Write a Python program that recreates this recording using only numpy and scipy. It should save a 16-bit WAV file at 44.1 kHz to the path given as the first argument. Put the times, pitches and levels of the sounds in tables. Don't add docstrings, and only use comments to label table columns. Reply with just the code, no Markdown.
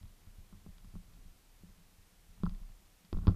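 import sys
import numpy as np
from scipy import signal
from scipy.fft import rfft, irfft
from scipy.io import wavfile

SR = 44100
rng = np.random.default_rng(int(sys.argv[2]) if len(sys.argv) > 2 else 0)


def decibels_to_gain(level_db):
    exponent = np.asarray(level_db, float) / 20
    return 10 ** exponent


def store_pcm(level_fs):
    pcm = np.round(np.clip(level_fs, -1, 1) * 32767).astype(np.int16)
    wavfile.write(sys.argv[1], SR, np.atleast_2d(pcm).T)


N = 147735

# time [s], shaft, sway, barrel and mount level [dB].
PUSHES = [
    (.94, -51, -49.5, -51.5, -75),
    (2.4347, -27, -36.5, -36.5, -33.5),
    (2.474, -43.5, -45, -38.5, -56),
    (3.135, -50, -37, -38, -41),
    (3.148, -40, -34, -39.5, -46),
    (3.2701, -24.5, -46, -38, -27.5),
    (3.2797, -24, -50, -23.5, -30.5),
    (3.299, -34, -44, -45, -38),
]
# time [s], shaft, sway, barrel and mount level [dB].
PULLS = [(.526, -49, -50, -60, -66), (.663, -44.5, -52.5, -58, -48.5), (.845, -52, -55, -61, -72),
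         (.956, -41, -50.5, -52.5, -53), (1.635, -49.5, -60, -61, -55), (3.128, -48.5, -38, -42, -30),
         (3.17, -35.5, -44, -43, -43), (3.185, -52, -54, -41, -51), (3.285, -29, -48, -33.5, -41),
         (3.294, -34, -52, -35, -28.5), (3.324, -55, -54, -37, -51)]
# time [s], body level [dB], edge level [dB], lean to upper wall modes [dB/octave].
KNOCKS = [(.029, -60, -65, .1), (.055, -61, -71, 9), (.268, -58, -89, -9), (.526, -53.5, -82, 4),
          (.545, -59, -78, -5), (.662, -52, -79, -13), (.782, -59, -64, 9), (.845, -56.5, -68, 8),
          (.953, -49.5, -81, -5), (.962, -52, -73, -5), (1.136, -75, -68.5, .1), (2.377, -65.5, -82, -45),
          (2.402, -59, -78, .1), (2.494, -52, -62, .1), (2.51, -55, -72, -2), (2.548, -64, -67, 3),
          (2.633, -58, -72, 8), (2.691, -58, -72, -11), (3.049, -60.5, -64, 7)]
# time [s], body level [dB], edge level [dB], lean [dB/octave].
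LOUD_KNOCKS = [(2.434, -33, -60, .1), (2.456, -47, -58.5, .1), (2.4635, -35, -68, 18),
               (3.128, -37.5, -49.5, .1), (3.145, -46, -77, .1), (3.169, -43, -62.5, .1),
               (3.175, -65, -70, .1), (3.186, -44.5, -70, .1), (3.252, -50, -74, .1),
               (3.27, -31.5, -48.5, .1), (3.2715, -33.5, -67, 0.079), (3.279, -26.5, -50.5, .1),
               (3.286, -32, -63, 0.088), (3.291, -51, -56, 0.12), (3.299, -46, -66, .1),
               (3.306, -47, -65, .1), (3.316, -57, -70, .1), (3.324, -52, -73, 0.07)]
# time [s], shaft, sway and barrel level [dB].
BUMPS = [(0.012, -51, -64, -54), (0.035, -45.5, -52, -49.5), (0.057, -55, -60, -51),
         (0.272, -51.5, -54, -54.5), (0.384, -52, -52, -49.5), (0.545, -52, -60, -50),
         (0.681, -48.5, -55.5, -47), (0.873, -79.5, -49, -52.5), (1.186, -61.5, -52, -66),
         (1.259, -55, -54.5, -52.5), (1.608, -68, -59.5, -59), (1.695, -48, -61, -56),
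         (1.984, -70, -59, -59.5), (2.291, -57.5, -70, -64), (2.375, -56, -66, -61),
         (2.402, -53, -45.5, -50.5), (2.517, -40, -36.5, -56), (2.611, -46.5, -43, -77),
         (2.698, -57, -52, -54.5), (3.044, -55, -75, -81), (3.087, -64, -63, -59.5)]
# time [s], level [dB].
HANDLING = [(0, -61), (.3, -57), (.54, -56), (.7, -57.5), (1.0, -58.5), (1.15, -53), (1.46, -63),
            (1.9, -60), (2.1, -63.5), (2.36, -62), (2.56, -48.5), (2.7, -61), (2.9, -60), (3.079, -70),
            (3.17, -45), (3.251, -37.5), (3.35, -37)]
TREMBLE_DB = (-2, -10.5, -13.5, -23.5, -27.5)

# frequency [Hz], level [dB], t60 [s].
SWAY = [(26.9, -6.5, 0.69), (31.7, 4.5, 0.34)]
# frequency [Hz], level [dB], t60 [s].
BARREL = [(71.4, -1, 0.16), (90.85, 3.5, 0.15), (110.6, -8, 0.17)]
# frequency [Hz], level [dB], t60 [s].
SHAFT = [(173.9, 0.5, 0.15), (197.9, -9.5, 0.23)]
# frequency [Hz], level [dB], t60 [s].
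MOUNT = [(278, -3, 0.046), (342.4, -7, 0.048), (407, -14, 0.066), (575, -8, 0.013)]
# frequency [Hz], level [dB], t60 [s].
HOUSING = [(683, -18, 0.049), (830, -8.5, 0.014), (1069, -9, 0.027), (1164, -13.5, 0.027),
           (1322, -10, 0.025), (1480, -25.5, 0.011)]
# frequency [Hz], level [dB], t60 [s].
EDGES = [(1990, -16, 0.022), (2610, -7, 0.0058), (3350, -8.5, 0.0088), (3730, 0.5, 0.0045),
         (4370, -8, 0.0094), (4836, -6, 0.0094)]
# frequency [Hz], level [dB].
HISS = [(150, -19), (250, -0.5), (572, -4.5), (624, -4), (897, -5), (1400, -7.5), (2130, -7), (13000, -12),
        (15500, -10.5)]

STRIKE_SPREAD_DB = 4
BLOW_SOFT_HZ, BUMP_SOFT_HZ, SWAY_SOFT_HZ = 1410, 252, 118
BUMP_MOUNT_DB = -12
COUPLING_HZ, COUPLING_WIDTH_HZ, COUPLED_DB, DIRECT_DB = 198, 106, -1.5, -12
KNOCK_LAG_S, EDGE_DB = 0.0005, 6.5
RUBS_PER_S, RUB_SPREAD_DB = 250, 2
HISS_DB = -68


def rms_one(x):
    return x / np.sqrt(np.mean(x ** 2) + 1e-20)


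def butterworth(x, order, hz, kind="low"):
    return signal.sosfilt(signal.butter(order, hz, kind, fs=SR, output="sos"), x)


def ring(force, hz, t60_s):
    r = decibels_to_gain(-60 / (t60_s * SR))
    w = 2 * np.pi * hz / SR
    return signal.lfilter([0, np.sin(w)], [1, -2 * r * np.cos(w), r * r], force + 1e-18)


def strike(modes, s, db, direction, spread_db, lean_db=0):
    out = 0
    spread = rng.standard_normal((len(s), len(modes)))
    sample = np.clip(s * SR, 0, N - 1).astype(int)
    for k, (hz, level_db, t60_s) in enumerate(modes):
        strength_db = db + level_db + spread_db * spread[:, k] + lean_db * np.log2(hz / 1000)
        force = np.zeros(N)
        np.add.at(force, sample, direction * decibels_to_gain(strength_db))
        out = out + ring(force, hz, t60_s)
    return out


def soften(x, hz):
    r = np.exp(-2 * np.pi * hz / SR)
    return signal.lfilter([(1 - r) ** 2], [1, -2 * r, r * r], x)


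def swell(x):
    r = np.exp(-np.pi * COUPLING_WIDTH_HZ / SR)
    w = 2 * np.pi * COUPLING_HZ / SR
    seat = signal.lfilter(np.array([1, 0, -1]) * (1 - r * r) / 2, [1, -2 * r * np.cos(w), r * r], x)
    return decibels_to_gain(COUPLED_DB) * seat + decibels_to_gain(DIRECT_DB) * x


def gun(s, shaft_db, sway_db, barrel_db, mount_db, direction, spread_db):
    mount = butterworth(strike(MOUNT, s, mount_db, direction, spread_db), 2, 576)
    sway = soften(strike(SWAY, s, sway_db, direction, spread_db), SWAY_SOFT_HZ)
    barrel = strike(BARREL, s, barrel_db, direction, spread_db)
    shaft = swell(strike(SHAFT, s, shaft_db, direction, spread_db))
    return sway + barrel + shaft + mount


def blows():
    pushes = gun(*np.transpose(PUSHES), direction=1, spread_db=2.0)
    pulls = gun(*np.transpose(PULLS), direction=-1, spread_db=0.76)
    return soften(pushes + pulls, BLOW_SOFT_HZ)


def knocks():
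    s, body_db, edge_db, lean_db = np.transpose(list(KNOCKS) + list(LOUD_KNOCKS))
    s = s + KNOCK_LAG_S
    direction = rng.choice([-1, 1], len(s))
    wall = strike(HOUSING, s, body_db, direction, 0.81, lean_db)
    wall = butterworth(wall, 2, (770, 1390), "band")
    edges = strike(EDGES, s, edge_db + EDGE_DB, direction, STRIKE_SPREAD_DB)
    edges = butterworth(edges, 2, 1600, "high")
    return wall + butterworth(edges, 8, 5000)


def bumps():
    s, shaft_db, sway_db, barrel_db = np.transpose(BUMPS)
    direction = rng.choice([-1, 1], len(s))
    contacts = gun(s, shaft_db, sway_db, barrel_db, shaft_db + BUMP_MOUNT_DB, direction, STRIKE_SPREAD_DB)
    return soften(contacts, BUMP_SOFT_HZ) * decibels_to_gain(-2)


def trembling():
    out = 0
    for modes, share_db in zip((SWAY, BARREL, SHAFT, MOUNT, HOUSING), TREMBLE_DB):
        happens = rng.random(N) < RUBS_PER_S / SR
        strength = decibels_to_gain(RUB_SPREAD_DB * np.minimum(rng.exponential(1, N), 4))
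        rubs = happens * strength * rng.choice([-1, 1], N)
        stirred = sum(decibels_to_gain(level_db) * ring(rubs, hz, t60_s) for hz, level_db, t60_s in modes)
        out = out + decibels_to_gain(share_db) * rms_one(stirred)
    s, db = np.transpose(HANDLING)
    return out * decibels_to_gain(np.interp(np.arange(N) / SR, s, db))


def hiss():
    hz, db = np.transpose(HISS)
    bin_hz = np.arange(N // 2 + 1) * SR / N
    colour = decibels_to_gain(np.interp(np.log(bin_hz + 1), np.log(hz), db))
    return decibels_to_gain(HISS_DB) * rms_one(irfft(rfft(rng.standard_normal(N)) * colour, N))


def scene():
    return (blows() + knocks() + bumps() + trembling() + hiss())[None, :]


def roll_off(x):
    return signal.sosfilt(signal.butter(12, 15620, fs=SR, output="sos"), x)


def record(dry):
    x = butterworth(dry, 1, 12, "high")
    x = signal.sosfilt(signal.cheby2(12, 60, 15700, fs=SR, output="sos"), x)
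    return roll_off(x)


dry = scene()
out = record(dry)
store_pcm(out)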